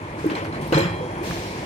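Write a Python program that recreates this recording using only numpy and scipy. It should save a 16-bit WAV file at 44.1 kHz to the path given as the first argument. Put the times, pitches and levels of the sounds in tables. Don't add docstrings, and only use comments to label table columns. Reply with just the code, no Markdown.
import sys
import numpy as np
from scipy import signal
from scipy.fft import rfft, irfft, next_fast_len
from scipy.io import wavfile

SR = 44100
rng = np.random.default_rng(int(sys.argv[2]) if len(sys.argv) > 2 else 0)


def dump_mix(stems):
    frames = np.atleast_2d(stems).T
    limited = np.clip(frames, -1, 1)
    pcm = np.round(limited * 32767).astype(np.int16)
    wavfile.write(sys.argv[1], SR, pcm)


def nominal_scale(level):
    x = np.asarray(level, float) / 20
    return 10 ** x


N = 72765

# pitch_hz, likeness [0 to 1]
LIKENESS = [(60, 0.99), (180, 1), (500, 1), (1500, 0.45), (4000, 0.14), (15000, 0.21)]
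# pitch_hz, level_db [per Hz]
FRAME_COLOUR = [(400, -8), (1000, -8), (2300, -11), (3500, -21), (8000, -38), (9000, -46), (15500, -48.5)]
AIR_LIKENESS = 0.27


def rms_one(x):
    return x / np.sqrt(np.mean(x ** 2) + 1e-20)


def at_hz(points, hz):
    table = np.array(points)
    return np.interp(np.log(hz), np.log(table[:, 0]), table[:, 1])


def band_pass(low_hz, high_hz):
    return signal.butter(2, [low_hz, high_hz], "band", fs=SR, output="sos")


def high_pass(cut_hz):
    return signal.butter(2, cut_hz, "high", fs=SR, output="sos")


def soft(x, cut_hz):
    r = np.exp(-2 * np.pi * cut_hz / SR)
    return signal.lfilter([(1 - r) ** 2], [1, -2 * r, r * r], x)


def drift(rate):
    r = np.exp(-80 * np.pi * rate / SR)
    wander = signal.lfilter([1], [1, -2 * r, r * r], rng.standard_normal(N // 40 + 2002))
    slow = rms_one(wander[2000:])
    return np.interp(np.arange(N) / 40, np.arange(len(slow)), slow)


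def spread_out(mid, side, alike):
    return np.sqrt(1 + alike) * mid + np.sqrt(1 - alike) * side * [[1], [-1]]


def banded(spectrum, patchy_db, alike_share):
    out, together = 0, drift(3.9)
    edges = 30 * 2 ** np.arange(0, 9.3, .4)
    white = rng.standard_normal((2, 2, N))
    lowest_hz = spectrum[0][0]
    for k, (low, high) in enumerate(zip(edges, edges[1:])):
        hz = np.sqrt(low * high)
        if hz < lowest_hz / 2:
            continue
        mid, side = signal.sosfilt(band_pass(low, high), white[k % 2])
        alike = np.clip(at_hz(LIKENESS, hz), 0, 1) ** (1 / alike_share)
        steep = min(1, hz / lowest_hz) ** 2
        flicker_db = patchy_db * (0.5 * together + drift(16.0))
        gain = steep * nominal_scale(at_hz(spectrum, hz) + flicker_db)
        out = out + gain * spread_out(mid, side, alike)
    return rms_one(out)


def bursts(rows, rise_s):
    t, power = np.arange(N) / SR, 0
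    for s, hold, db, t60 in rows:
        release_db = 60 * np.maximum(t - s - hold, 0) / t60
        rise = np.clip((t - s) / rise_s, 0, 1)
        power = power + (nominal_scale(db - release_db) * rise) ** 2
    return np.sqrt(power)


def clicks_at(s, gains):
    out = np.zeros(N)
    out[(np.asarray(s) * SR).astype(int)] = gains
    return out


def ring(clicks, hz, t60):
    r, w = 10 ** (-3 / (t60 * SR)), 2 * np.pi * hz / SR
    return signal.lfilter([0, np.sin(w)], [1, -2 * r * np.cos(w), r * r], clicks + 1e-18)


def rings(rows):
    return sum(ring(clicks_at([s], nominal_scale(db)), hz, t60) for s, db, hz, t60 in rows)


def struck(hits, modes, damping, spread_db):
    s, db = np.transpose(hits)
    luck = rng.standard_normal((len(s), len(modes)))
    out = 0
    for k, (hz, level, t60) in enumerate(modes):
        blows = clicks_at(s, nominal_scale(db + level + spread_db * luck[:, k]))
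        out = out + ring(blows, hz, damping * min(t60, 1.2))
    return out


def hall():
    # pitch_hz, level_db [per Hz]
    rumble = [(21, -38), (35, -8.5), (323, -7), (359, -5.5), (431, -6.5), (501, -7), (1300, -21.5),
              (1690, -49), (2860, -120)]
    # pitch_hz, level_db [per Hz]
    rumble_top = [(2000, -17), (3000, -30), (4500, -36.5), (9000, -43.5), (11500, -57), (15700, -56)]
    # pitch_hz, width_hz, level_db [re rumble]
    humps = [(99, 19, -12), (162, 56, -11.5), (343.5, 68, -11.5), (496, 79, -30.5), (956, 288, -9.5),
             (2173, 290, -21.5), (9900, 280, -37)]
    # time_s, level_db
    load = [
        (0.0, -33.5),
        (0.794, -30),
        (1.65, -32.5),
    ]
    out = banded(list(rumble[:-2]) + list(rumble_top), patchy_db=2.0, alike_share=0.96)
    for hz, width_hz, db in humps:
        sos = band_pass(hz - width_hz / 2, hz + width_hz / 2)
        noise = signal.sosfilt(sos, rng.standard_normal((2, N + 9000)))
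        mid, side = rms_one(noise[:, 9000:])
        alike = np.clip(at_hz(LIKENESS, hz), 0, 1)
        out = out + nominal_scale(db) * spread_out(mid, side, alike)
    s, db = np.transpose(load)
    return nominal_scale(np.interp(np.arange(N) / SR, s, db)) * out


def puff_in():
    # start_s, hold_s, level_db, t60_s
    puff = [(.172, 0.12, -43, 0.86)]
    # pitch_hz, level_db [per Hz]
    puff_colour = [(1500, 10.5), (3000, 2), (6000, -4.5), (9000, -8.5), (15000, -25)]
    return bursts(puff, rise_s=0.02) * banded(puff_colour, patchy_db=0.2, alike_share=AIR_LIKENESS)


def bottle():
    # start_s, level_db, pitch_hz, t60_s
    knocks = [(.180, -25.5, 317, 0.11), (.2435, -11.5, 436, 0.036), (.2555, -13.5, 314.8, 0.13),
              (.2617, -13.5, 328, 0.089), (.297, -27, 480, 0.036), (.288, -22.5, 319, 0.24),
              (.316, -19, 340, 0.051), (.334, -23.5, 380, 0.086), (.375, -22, 440, 0.059),
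              (.7225, -9, 329, 0.088), (.7245, -8.5, 495, 0.058), (.772, -10.5, 544, 0.15),
              (.766, -12.5, 321, 0.16), (.803, -16, 350, 0.17), (.935, -24, 334, 0.1),
              (1.215, -26.5, 371.4, 0.16), (1.008, -23, 499, 0.33)]
    # start_s, level_db, pitch_hz, t60_s
    booms = [(.510, -27.5, 168.4, 0.49), (.600, -23, 145.5, .3), (.7350, -20.5, 150.2, 0.49),
             (.7490, -11.5, 157, 0.18), (.8050, -15.5, 175, 0.16), (.8120, -18, 105, 0.1),
             (.8500, -18.5, 172, 0.3), (.895, -20.5, 100, 0.19), (1.295, -19.5, 172, 0.14)]
    both = 1.23 * soft(rings(knocks), cut_hz=780) + 1.17 * soft(rings(booms), cut_hz=290)
    return signal.sosfilt(high_pass(85), both)


def ticks():
    # start_s, level_db [peak], centre_hz, t60_s
    cracks = [(.2660, -37, 12200, 0.012), (0.298, -40, 3470, 0.014), (.4460, -36.5, 4600, 0.0091),
              (.4535, -37, 4000, .008), (.4460, -47, 11000, .006), (.6200, -42, 11500, .01),
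              (.6770, -38, 12900, 0.014), (0.724, -35, 6900, .015), (.7240, -37, 13000, 0.019),
              (0.778, -36, 6900, .015), (0.7856, -38, 12300, 0.035)]
    out, size, q = np.zeros(N), 2048, 3.2
    for (s, db, hz, t60), noise in zip(cracks, rng.standard_normal((len(cracks), size))):
        sos = band_pass(hz / (1 + .5 / q), hz * (1 + .5 / q))
        crack = signal.sosfilt(sos, noise * nominal_scale(-60 * np.arange(size) / SR / t60))
        first = int(s * SR)
        out[first:first + size] += nominal_scale(db) * crack / np.abs(crack).max()
    return out


def clatter():
    # start_s, hold_s, level_db, t60_s
    shakes = [
        (.297, 0.013, -30, .25),
        (.350, 0.032, -31, 0.39),
        (.446, 0.01, -32.5, 0.17),
        (.528, 0.029, -35.5, 0.15),
    ]
    return bursts(shakes, rise_s=0.0021) * banded(FRAME_COLOUR, patchy_db=1.5, alike_share=0.99)


def plastic_snaps():
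    # start_s, level_db, pitch_hz, t60_s
    snaps = [(.2984, -20.5, 2640, 0.012), (.3780, -25, 2070, 0.018), (.4535, -23, 1540, 0.0074),
             (.7250, -15, 2870, 0.023), (.7310, -17, 1480, 0.029), (1.3101, -16.5, 1680, 0.011),
             (1.3108, -22.5, 1174, 0.013)]
    return soft(rings(snaps), cut_hz=3200)


def bench():
    # start_s, level_db
    blows = [
        (.300, -32),
        (.7235, -20),
        (.7465, -23.5),
        (.777, -21),
        (.800, -37),
    ]
    # pitch_hz, level_db, t60_s
    plate = [(456, 0, 0.38), (548.5, -3, 0.4), (625, -21, 5.0), (850, -9, 0.88), (898, -7.5, 1.1),
             (1033, -1, 0.41), (1340, -35, 0.76)]
    return struck(blows, plate, damping=0.27, spread_db=5.5)


def steel():
    # start_s, level_db
    touches = [(0.3517, -33.5), (0.37, -46), (0.5253, -40), (0.547, -42), (0.725, -35.5), (.7440, -24.5),
               (0.756, -30.5), (.7770, -25), (.7900, -34), (.8050, -26.5), (0.823, -35)]
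    # pitch_hz, level_db, t60_s
    part_modes = [(1824, -6.5, 0.55), (2370, -8.5, 0.96), (3260, -25, 0.62), (4057, -14.5, 0.29),
                  (4107, -19, 0.4), (5080, -22, 0.64), (7570, -35, 0.36)]
    # pitch_hz, level_db, t60_s
    collar_modes = [(2230, -2, 0.013), (5120, -12.5, 0.037), (6070, -19, 0.035), (6920, -17, 0.08),
                    (7800, -19.5, 0.061), (8900, -36, .04), (12600, -28, .03)]
    # pitch_hz, level_db, t60_s
    collar_ring_modes = [(3364, -11, 0.057), (4072, 2, 0.042)]
    chatter_t60_s, chatter_db, pan_db = .035, -18, -5
    s, db = np.transpose(touches)
    fade = nominal_scale(-60 / (chatter_t60_s * SR))
    envelope = signal.lfilter([1], [1, -fade], clicks_at(s, nominal_scale(db + chatter_db)))
    chatter = envelope * rng.standard_normal((2, N))
    collar = sum(nominal_scale(level) * ring(chatter, hz, t60) for hz, level, t60 in collar_modes)
    parts = np.array([struck(touches, part_modes, damping=0.56, spread_db=3.5) for side in "LR"])
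    collar_ring = struck(touches, collar_ring_modes, damping=0.88, spread_db=2.0)
    return (collar + parts + collar_ring) * nominal_scale([[pan_db / 2], [-pan_db / 2]])


def long_rods():
    # start_s, level_db, pitch_hz, t60_s
    rods = [(.745, -36, 3253, 1.4), (.862, -46, 4046, .35), (.930, -49, 4054, .4), (.744, -42, 5104, .7),
            (.762, -42, 5050, .3), (.823, -44, 5060, .2), (.777, -42, 7547, .35), (.820, -45, 6998, .2),
            (.790, -46, 6573, .2), (.777, -44, 6094, .15), (.734, -42, 7100, .05), (.750, -44, 7800, .06),
            (.786, -39, 11100, .04), (.787, -41, 12700, .04), (.790, -48, 9173, .12),
            (.810, -50, 11500, .15), (.454, -47, 11300, .012)]
    return rings(rods)


def whistles():
    # start_s, hold_s, level_db, t60_s, pitch_hz, width_hz
    ports = [
        (.605, .04, -54, .6, 8900, 900),
        (1.26, 0.053, -51, .8, 6050, 380),
        (1.4, 0.22, -49, 2.3, 2210, 190),
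    ]
    out = 0
    for (s, hold, db, t60, hz, width_hz), noise in zip(ports, rng.standard_normal((len(ports), 2, N))):
        sos = band_pass(hz - width_hz / 2, hz + width_hz / 2)
        out = out + bursts([(s, hold, db, t60)], rise_s=.008) * rms_one(signal.sosfilt(sos, noise))
    return out


def puff_down():
    # start_s, hold_s, level_db, t60_s
    puff = [(.608, 0.16, -46, 0.32)]
    # pitch_hz, level_db [per Hz]
    puff_colour = [(2500, 6), (6500, -3.5), (9000, -10), (11000, -11), (15000, -18)]
    return bursts(puff, rise_s=.006) * banded(puff_colour, patchy_db=-1.5, alike_share=AIR_LIKENESS)


def slam():
    # start_s, hold_s, level_db, t60_s
    crash = [(.723, 0.059, -21.5, 0.49)]
    return bursts(crash, rise_s=0.0031) * banded(FRAME_COLOUR, patchy_db=2.0, alike_share=0.81)


def vent():
    # start_s, hold_s, level_db, t60_s
    hiss = [(1.226, 0.11, -37, 3.7)]
    # pitch_hz, level_db [per Hz]
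    hiss_colour = [(710, -35), (1200, -31), (1390, -31), (1460, -4), (2180, 0.5), (3000, -2.5), (4410, -2),
                   (6500, -9.5), (12000, -25.5), (15600, -52), (22000, -120)]
    # start_s, hold_s, level_db, t60_s
    jet = [(1.225, 0.072, -46, 1.1)]
    # pitch_hz, level_db [per Hz]
    jet_colour = [(5000, 0.5), (8000, -2), (11000, -10.5), (13000, 5), (15500, -10)]
    body = bursts(hiss, rise_s=0.036) * banded(hiss_colour, patchy_db=0.6, alike_share=AIR_LIKENESS)
    treble = bursts(jet, rise_s=0.0094) * banded(jet_colour, patchy_db=0.0, alike_share=AIR_LIKENESS)
    return body + treble


def room(x):
    t60_s, wall_cut_hz = 0.78, 6400
    t = np.arange(SR) / SR
    noise = rng.standard_normal((3, SR))
    echoes = signal.sosfilt(high_pass(450), noise[:2]) + soft(noise[2], cut_hz=600)
    dull = soft(echoes, wall_cut_hz) * nominal_scale(-60 * t / t60_s)
    bright = 0.52 * echoes * nominal_scale(-60 * t / (1.06 * t60_s))
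    tail = (dull + bright) * np.clip(t / 0.0075, 0, 1)
    tail = tail / np.sqrt(np.sum(tail ** 2) / 2)
    return signal.fftconvolve(x[None], tail, axes=1)[:, :N]


def between_ports(x, tilt, lag_s):
    # pitch_hz, level_db [left minus right]
    port_tilt = [(60, 0), (640, -1), (1400, 2), (3500, 0.5), (6500, 0.5), (10000, 8.5), (15000, 12.5)]
    size = next_fast_len(N + 2048)
    hz = np.arange(size // 2 + 1) * SR / size + 1e-3
    half = nominal_scale(tilt * at_hz(port_tilt, hz) / 2) * np.exp(1j * np.pi * hz * lag_s)
    return irfft(rfft(x * np.ones((2, 1)), size) * [half, 1 / half], size)[:, :N]


def scene():
    hits = bottle() + bench() + steel()
    ahead = plastic_snaps() + ticks() + long_rods()
    air = puff_in() + puff_down() + vent() + whistles()
    echoes = nominal_scale(-13.5) * room(hits[0] + ahead)
    left = hall() + hits + echoes + clatter() + slam()
    return between_ports(left, tilt=0, lag_s=0.00031) + ahead + air


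def band_limit(x):
    return signal.sosfilt(signal.butter(12, 15700, fs=SR, output="sos"), x)


def record(dry):
    low_cut = signal.butter(4, 43, "high", fs=SR, output="sos")
    top_cut = signal.ellip(12, 1, 70, 15700, fs=SR, output="sos")
    heard = between_ports(dry, tilt=1, lag_s=0)
    mix = signal.sosfilt(np.vstack([low_cut, top_cut]), heard)
    return band_limit(mix)


dry = scene()
out = record(dry)
dump_mix(out)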